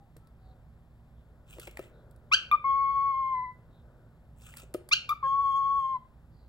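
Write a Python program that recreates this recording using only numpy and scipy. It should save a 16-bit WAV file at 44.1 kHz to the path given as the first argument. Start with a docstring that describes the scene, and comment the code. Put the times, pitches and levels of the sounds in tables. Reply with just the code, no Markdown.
"""Cockatiel at its mirror

In a small room, heard through a two-port stereo microphone, a cockatiel on the rim of a plastic tub
sings to its mirror image. Twice it shuffles (feathers rustle, claws tick, the tub knocks), then gives
a rising chirp, a short pip and a long whistle that sags at its end. Behind it an appliance hums
faintly, and faint calls come from far off."""
import sys
import numpy as np
from scipy import signal
from scipy.fft import rfft, irfft, next_fast_len
from scipy.io import wavfile

SR = 44100
rng = np.random.default_rng(int(sys.argv[2]) if len(sys.argv) > 2 else 0)


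def unload_wav(signal):
    """Save mono or channel-first audio to the path in sys.argv[1] as 16-bit WAV at rate SR, clipped to [-1, 1]."""
    wavfile.write(
        sys.argv[1],
        SR,
        np.round(np.clip(np.atleast_2d(signal).T, -1, 1) * 32767).astype(np.int16),
    )


N = 285768
T = np.arange(N) / SR

# footfalls on the tub: t/s, ring level/dB, tub pitch as a ratio to its rest, slap level/dB
FOOTFALLS = [(.164, -49.5, 0.95, -69), (1.568, -48, 1.09, -59), (1.585, -39, 1.01, -48.5),
             (1.673, -48.5, 1.6, -38.5), (1.678, -43, 1, -46.5), (1.7715, -52, 2.5, -36),
             (1.7925, -31.5, 1.07, -40), (4.539, -57, 2.4, -45), (4.631, -47.5, 1.09, -66),
             (4.7461, -22.5, 1.03, -40)]


def from_db(db):
    return 10 ** (np.asarray(db) / 20)


def rms_one(x):
    return x / np.sqrt(np.mean(x ** 2) + 1e-20)


def at_hz(points, hz, column=1):
    """Reads a column of a table along log frequency."""
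    points = np.array(points, float)
    return np.interp(np.log(np.maximum(hz, 1)), np.log(points[:, 0]), points[:, column])


def in_time(curve, t):
    """Reads a curve of (time, value) points at times t."""
    return np.interp(t, *np.transpose(curve))


def gate(t, start, end, rise, fall):
    """Smooth opening and closing of a note."""
    return np.sin(np.pi / 2 * np.clip((t - start) / rise, 0, 1) * np.clip((end - t) / fall, 0, 1)) ** 2


def swell(middle, length):
    """A smooth rise and fall around a moment."""
    return gate(T, middle - length / 2, middle + length / 2, length / 2, length / 2)


def drift(rate_hz):
    """Random wander up to about rate_hz, rms 1."""
    hz = np.arange(N // 2 + 1) * SR / N
    return rms_one(irfft(rfft(rng.standard_normal(N)) / (1 + (hz / rate_hz) ** 4), N))


def noise(colour):
    """Noise of a given colour, rms 1."""
    hz = np.arange(N // 2 + 1) * SR / N
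    return rms_one(irfft(rfft(rng.standard_normal(N)) * from_db(at_hz(colour, hz)), N))


def phase_of(hz):
    return 2 * np.pi * np.cumsum(hz) / SR


def sine(phase, db):
    """A sine of the given rms level."""
    return np.sqrt(2) * from_db(db) * np.sin(phase)


def room_air(level_db=-55.5, side_db=-15):
    """The steady air of the room, slightly different left and right."""
    colour = [(20, -14.5), (37, -8), (60, 1), (88, -9.5), (154, -6), (193, -19), (230, -18), (430, -28),
              (760, -26), (1480, -36), (2140, -40.5), (4500, -49), (6000, -55.5), (12000, -50.5),
              (16000, -57.5)]  # f/Hz, relative density/dB
    return from_db(level_db) * (noise(colour) + from_db(side_db) * noise(colour) * np.array([[1], [-1]]))


def low_wash(level_db=-72, swell_db=5.5, swell_hz=1.3):
    """A low wash of noise in the room, slowly swelling and ebbing."""
    colour = [(120, -16.5), (280, 2.5), (600, 9), (850, -12.5), (1500, -0.5), (2200, -38.5)]  # f/Hz, relative density/dB
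    return from_db(level_db + swell_db * drift(swell_hz)) * noise(colour)


def appliance_hum(waver=0.09, wander_rad=1.0):
    """An appliance hums: a few low tones, wavering in level and phase."""
    tones = [(57.5, -64.5), (115, -64), (160, -72.5), (229, -71)]  # f/Hz, level/dB
    return sum(sine(2 * np.pi * hz * T + wander_rad * drift(0.8), db) * (1 + waver * drift(4.9))
               for hz, db in tones)


def far_calls(blur_hz=450, fall_per_s=.6):
    """Faint calls far off: clear ones hold their pitch, blurred ones are noisy and fall."""
    calls = [(.02, .12, 803, -64, 0), (0.256, 0.15, 1320, -71.5, 0.13), (.49, 0.25, 754, -65, 0.1),
             (.48, 0.21, 4080, -74.5, 0.83), (1.19, .14, 3340, -80, 0.7), (1.98, .2, 3740, -77, 0.8),
             (3.769, .19, 3703, -74.5, 0.67), (6.41, .28, 4400, -78.5, 1)]  # peak t/s, length/s, f/Hz, level before blurring/dB, blur 0-1
    out, smear = np.zeros(N), drift(blur_hz)
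    for peak, length, hz, db, blur in calls:
        pitch = hz * (1 - fall_per_s * blur * np.clip(T - peak, -length, length))
        out += sine(phase_of(pitch), db) * (1 - blur + blur * smear) * swell(peak, length)
    return out


def feathers(grain_db=3.0, patchy_db=3, gain_db=1, bands=10):
    """Barbs slip over each other in clumps, each patch of feather with a colour of its own."""
    strokes = [(1.526, 0.15, -58), (1.646, 0.19, -55), (1.816, 0.23, -63.5), (4.475, 0.27, -58.5),
               (4.597, 0.12, -52), (5.807, 0.087, -69)]  # feather on feather: peak t/s, length/s, level before gain/dB
    colour = [(600, -20.5), (1400, 9), (2000, -9.5), (2600, 14.5), (4200, -3.5), (5300, -6), (6800, 0),
              (8300, 6.5), (10000, -1.5), (12400, -3.5), (15500, -1.5)]  # f/Hz, relative density/dB
    envelope = sum(from_db(db) * swell(peak, length) for peak, length, db in strokes)
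    brush, patches = noise(colour), np.zeros(N)
    edges_hz = np.geomspace(600, 17000, bands + 1)
    for k, band in enumerate(zip(edges_hz, edges_hz[1:])):
        bandpass = signal.butter(2, band, "band", fs=SR, output="sos")
        patch = signal.sosfilt(bandpass, np.roll(brush, k * N // bands))
        patches += patch * from_db(patchy_db * drift(22))
    return from_db(gain_db) * envelope * rms_one(patches * from_db(grain_db * drift(250)))


def claw_ticks(t60=0.022, gain_db=-5.0, footfall_db=-5):
    """Claws and beak make short dry scratches, alone and with every footfall."""
    lone_ticks = [(0.167, -47.5), (.272, -58), (1.5977, -34), (1.711, -45), (2.111, -55), (2.162, -59),
                  (4.4192, -51.5), (4.570, -32.5), (4.598, -44.5), (4.7404, -32), (4.8892, -35.5)]  # t/s, level before gain/dB
    colour = [(700, -4.5), (1500, 1), (3200, -1.5), (4800, 2.5), (6500, -9.5), (8500, 5), (12000, 2.5),
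              (15500, -7.5)]  # f/Hz, relative density/dB
    touches = lone_ticks + [(start, slap_db + footfall_db) for start, _, _, slap_db in FOOTFALLS]
    envelope = sum(from_db(db - 60 * np.clip(T - start, 0, .1) / t60) * (T >= start)
                   for start, db in touches)
    return from_db(gain_db) * envelope * noise(colour)


def tub_knocks(contact_s=0.0024, slap_t60=0.019):
    """Each footfall slaps the tub and sets it ringing; the gripping foot shifts its pitch."""
    modes = [(310, -14, 0.013), (359, 4, 0.041), (486.4, 7, 0.027), (569.4, -3, 0.046), (845, -40, 0.054),
             (1210, -8.5, 0.031), (1930, -34, 0.012), (2322, -22.5, 0.016), (3000, -27, 0.043)]  # the tub at rest: f/Hz, relative level/dB, t60/s
    slap_colour = [(250, -15.5), (600, 1.5), (1600, -8.5), (2400, 2), (3500, -17.5), (6000, -25)]  # f/Hz, relative density/dB
    out, age, slap = np.zeros(N), T[:SR // 5], noise(slap_colour)
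    for start, ring_db, shift, slap_db in FOOTFALLS:
        ring = 0
        for hz, mode_db, t60 in modes:
            decay = from_db(ring_db + mode_db + rng.normal(0, 1) - 60 * age / t60)
            ring += decay * np.sin(2 * np.pi * hz * shift * age)
        here = int(start * SR) + np.arange(len(age))
        out[here] += ring * (1 - np.exp(-age / contact_s))
        out[here] += slap[here] * from_db(slap_db - 60 * age / slap_t60)
    return out


def chirps(beak_db=9, beak_width_hz=280, ring_hz=6500, ring_width_hz=500,
           rasp_db=-19, relax_db=10.5, flicker_db=3.5, count=13):
    """A fast upward sweep; the overtones open with the strain and flare at the beak's resonances."""
    # t/s, length/s, start f/Hz, end f/Hz, fundamental level/dB, overtone base level/dB,
    # beak resonance f/Hz, moment of most strain 0-1, gain at ring_hz/dB
    sweeps = [(2.3127, .047, 1028, 1774, -25.5, -22.5, 3178, 0.65, -0.5),
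              (4.9101, .041, 1032, 1700, -33, -23, 2925, 0.58, 9)]
    throat = [(1000, -16), (2300, -2), (3400, -4.5), (4400, -2.5), (5300, -9), (6300, -14.5), (7400, -26.5),
              (8400, -21.5), (9800, -38.5), (11500, -33), (15500, -35.5)]  # throat and open beak: f/Hz, gain/dB
    out, rasp = np.zeros(N), noise(throat)
    shake = .012 * drift(900) + .012 * drift(120)
    flicker = drift(130)
    for start, length, low_hz, high_hz, note_db, overtone_db, beak_hz, strain_at, ring_db in sweeps:
        on = (T > start) & (T < start + length)
        progress = (T[on] - start) / length
        pitch = low_hz + (high_hz - low_hz) * progress
        phase = phase_of(pitch * (1 + shake[on]))
        slack_db = relax_db * (2 * (progress - strain_at)) ** 2
        pulsed_rasp = rasp[on] * (1 + np.cos(phase))
        note = sine(phase, note_db) + from_db(overtone_db + rasp_db - slack_db) * pulsed_rasp
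        for k in range(2, count):
            hz = k * pitch
            off_beak, off_ring = (hz - beak_hz) / beak_width_hz, (hz - ring_hz) / ring_width_hz
            colour_db = at_hz(throat, hz) + beak_db / (1 + off_beak ** 2) + ring_db / (1 + off_ring ** 2)
            uneven_db = flicker_db * np.roll(flicker, k * N // count)[on]  # each flickers on its own
            db = overtone_db + colour_db + uneven_db - slack_db * min(k - 1.5, 3.2)
            note += sine(k * phase - np.arctan(off_beak), db)  # the resonance turns the phase
        out[on] += note * gate(T[on], start, start + length, rise=0.0091, fall=0.015)
    return out


def pips(mellow_db_per_s=900, buzz_hz=13000, buzz_db_per_octave=22, swell_db=8, count=13):
    """A pip starts with a buzzy snap and mellows at once into a pure tone."""
    # t/s, length/s, f/Hz, level/dB; relative to that at the attack:
    # second harmonic/dB, fall per further harmonic/dB, buzz peak/dB
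    notes = [(2.513, 0.053, 1204, -17.5, -4.5, 21.5, -35), (5.09, 0.054, 1199, -24.5, -6.5, 6, -20.5)]
    out, waver = np.zeros(N), drift(110)
    for start, length, pitch, db, bright_db, fall_db, buzz_db in notes:
        on = (T > start) & (T < start + length)
        age = T[on] - start
        phase = phase_of(pitch * (1 + 0.023 * waver[on]))
        note = sine(phase, db - swell_db * (2 * age / length - 1) ** 2)
        for k in range(2, count + 1):
            octaves_off = abs(np.log2(k * pitch / buzz_hz))
            snap_db = max(bright_db - fall_db * (k - 2), buzz_db - buzz_db_per_octave * octaves_off)
            uneven_db = 3 * np.roll(waver, k * N // count)[on]
            note += sine(k * phase, db + snap_db + uneven_db - mellow_db_per_s * age)
        out[on] += note * gate(T[on], start, start + length, rise=0.0028, fall=0.018)
    return out


def voice_crack(t, phase, note_db, count=7):
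    """The voice cracks into half pitch: alternate cycles differ, adding lines between the harmonics."""
    crack = (5.232, 5.273, -25)  # start t/s, end t/s, level against the note/dB
    start, end, crack_db = crack
    lines = sum(sine((k + .5) * phase, note_db + crack_db - 16 * np.log2(max(k, 1)))
                for k in range(count))
    return lines * gate(t, start, end, rise=0.013, fall=0.0023)


def whistles(tremor_db=1.0, flutter_db=1.5, breath_db=-47, fourth_db=-37.5, count=15):
    """A nearly pure held note with a slight tremor; as its pitch sags it weakens and gains the octave."""
    # t/s, length/s, level/dB, release/s, second harmonic against the note/dB,
    # fifth and higher harmonics against the third/dB
    notes = [(2.64, 0.909, -24.5, 0.16, -33.5, -13.5), (5.226, 0.7606, -24.5, 0.028, -48, -12.5)]
    melodies = [
        [(2.66, 1104), (3.102, 1100), (3.124, 1066), (3.204, 1078), (3.338, 1046), (3.352, 1022), (3.48, 1001)],
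        [(5.28, 1095), (5.328, 1102), (5.344, 1119), (5.428, 1118), (5.526, 1091), (5.762, 1106), (5.822, 1076),
         (5.936, 1061), (5.972, 997.6)],
    ]  # pitch of each whistle: t/s, f/Hz
    third_curves = [
        [(2.645, -79), (2.683, -63.5), (2.801, -71), (2.915, -69.5), (2.923, -69.5), (3.329, -73), (3.375, -94),
         (3.45, -82)],
        [(5.23, -71), (5.28, -56.5), (5.362, -66.5), (5.574, -56), (5.602, -65.5), (5.826, -63.5),
         (5.942, -71.5), (5.97, -88)],
    ]  # third harmonic of each whistle: t/s, base level/dB
    colour = [(2200, 7), (3300, 2.5), (4400, -11.5), (5500, -10), (6600, -2), (7700, -24), (8800, -2),
              (9900, -6), (11000, -10.5), (12100, -13.5), (13200, -16), (15500, -21.5)]  # added to every overtone's base level: f/Hz, gain/dB
    scoop_hz, scoop_s = 15, 0.16  # starts flat and eases up to pitch
    full_effort_hz = 1089  # below this pitch the voice slackens
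    slack_start_hz, settle_s = 80, 0.023  # the slack start counts as extra sag
    note_db_per_hz, second_db_per_hz = -0.0333, 0.1378  # for each Hz of sag
    fade_db_per_s = 6  # the air runs out
    out, tremor = np.zeros(N), drift(20)
    waver = 0.0052 * drift(26) + 0.0019 * drift(580)
    flutter = drift(24)
    breath = noise([(700, -27), (1100, 7.5), (1700, -10), (4500, -17), (7000, -40), (15000, -31.5)])
    for whistle, melody, third_curve in zip(notes, melodies, third_curves):
        start, length, level_db, release_s, second_db, top_db = whistle
        on = (T > start) & (T < start + length)
        t, age = T[on], T[on] - start
        pitch = in_time(melody, t) - scoop_hz * np.exp(-age / scoop_s)
        sag_hz = np.maximum(full_effort_hz - pitch, 0) + slack_start_hz * np.exp(-age / settle_s)
        db = level_db - fade_db_per_s * age + note_db_per_hz * sag_hz
        phase = phase_of(pitch * (1 + waver[on]))
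        note = sine(phase, db + tremor_db * tremor[on]) + from_db(db + breath_db) * breath[on]
        third_db = in_time(third_curve, t)
        low_harmonics = {2: db + second_db + second_db_per_hz * sag_hz, 3: third_db, 4: db + fourth_db}
        for k in range(2, count):
            base_db = low_harmonics.get(k, third_db + top_db)
            uneven_db = flutter_db * np.roll(flutter, k * N // count)[on]
            note += sine(k * phase, base_db + at_hz(colour, k * np.median(pitch)) + uneven_db)
        note += voice_crack(t, phase, db)
        out[on] += note * gate(t, start, start + length, rise=.0065, fall=release_s)
    return out


def small_room(x, first_echo_s=0.0081, side_db=-7):
    """Direct sound plus a diffuse tail that dies band by band, a little different left and right."""
    decay_times = [(200, 0.35), (1200, 0.42), (3000, 0.31), (6000, 0.29), (15000, 0.1)]  # f/Hz, t60/s
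    tail_colour = [(200, -18.5), (600, -12.5), (1000, -24), (1200, -19.5), (1500, -10), (2200, -9),
                   (3000, -11), (5000, -12.5), (8000, -13.5), (15000, -10.5)]  # f/Hz, level against the direct sound/dB
    size = next_fast_len(N + SR)
    hz, age = np.arange(size // 2 + 1) * SR / size, T[:SR // 2]
    tail, edges_hz = 0, np.geomspace(100, 18000, 9)
    for low, high in zip(edges_hz, edges_hz[1:]):
        decay = from_db(-60 * age / at_hz(decay_times, np.sqrt(low * high))) * (age > first_echo_s)
        mid, side = rng.standard_normal((2, len(age))) * decay / np.sqrt(np.sum(decay ** 2))
        echoes = mid + from_db(side_db) * side * np.array([[1], [-1]])
        tail += signal.sosfilt(signal.butter(2, [low, high], "band", fs=SR, output="sos"), echoes)
    response = 1 + rfft(tail, size) * from_db(at_hz(tail_colour, hz))
    return irfft(rfft(x, size) * response, size)[:, :N]


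def microphone_ports(x):
    """The two ports pick up each frequency with their own balance and phase."""
    # f/Hz, left minus right/dB, left lead/rad; in the treble the left lags by about 0.25 ms
    ports = [(100, -2, 0), (250, -.5, .2), (500, 3.3, .3), (1100, 3.7, .55), (1550, 4, .9), (2000, 1, -1.5),
             (2300, 1.5, -2.3), (3000, 2, -2.4), (3550, -2, -1), (4500, -5, -.9), (6400, 0, 1.3),
             (7750, 0, 0), (9750, 0, -3.14), (11600, 0, -6.28), (13500, 0, -9.42), (15400, 0, -12.57)]
    size = next_fast_len(N + SR // 10)
    hz = np.arange(size // 2 + 1) * SR / size
    left = from_db(at_hz(ports, hz) / 2) * np.exp(.5j * at_hz(ports, hz, column=2))
    mean_power = (abs(left) ** 2 + abs(left) ** -2) / 2
    pair = np.array([left, 1 / left]) / np.sqrt(mean_power)
    return irfft(rfft(x, size) * pair, size)[:, :N]


def scene():
    """The bird and its perch in the small room, with the quiet background behind them."""
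    bird = chirps() + pips() + whistles() + tub_knocks() + claw_ticks() + feathers()
    return small_room(bird) + appliance_hum() + far_calls() + room_air() + low_wash()


def record(dry):
    """The two-port microphone, cut steeply above 16 kHz."""
    lowpass = signal.ellip(10, .2, 80, 16000, fs=SR, output="sos")
    return signal.sosfilt(lowpass, microphone_ports(dry))


dry = scene()
out = record(dry)
unload_wav(out)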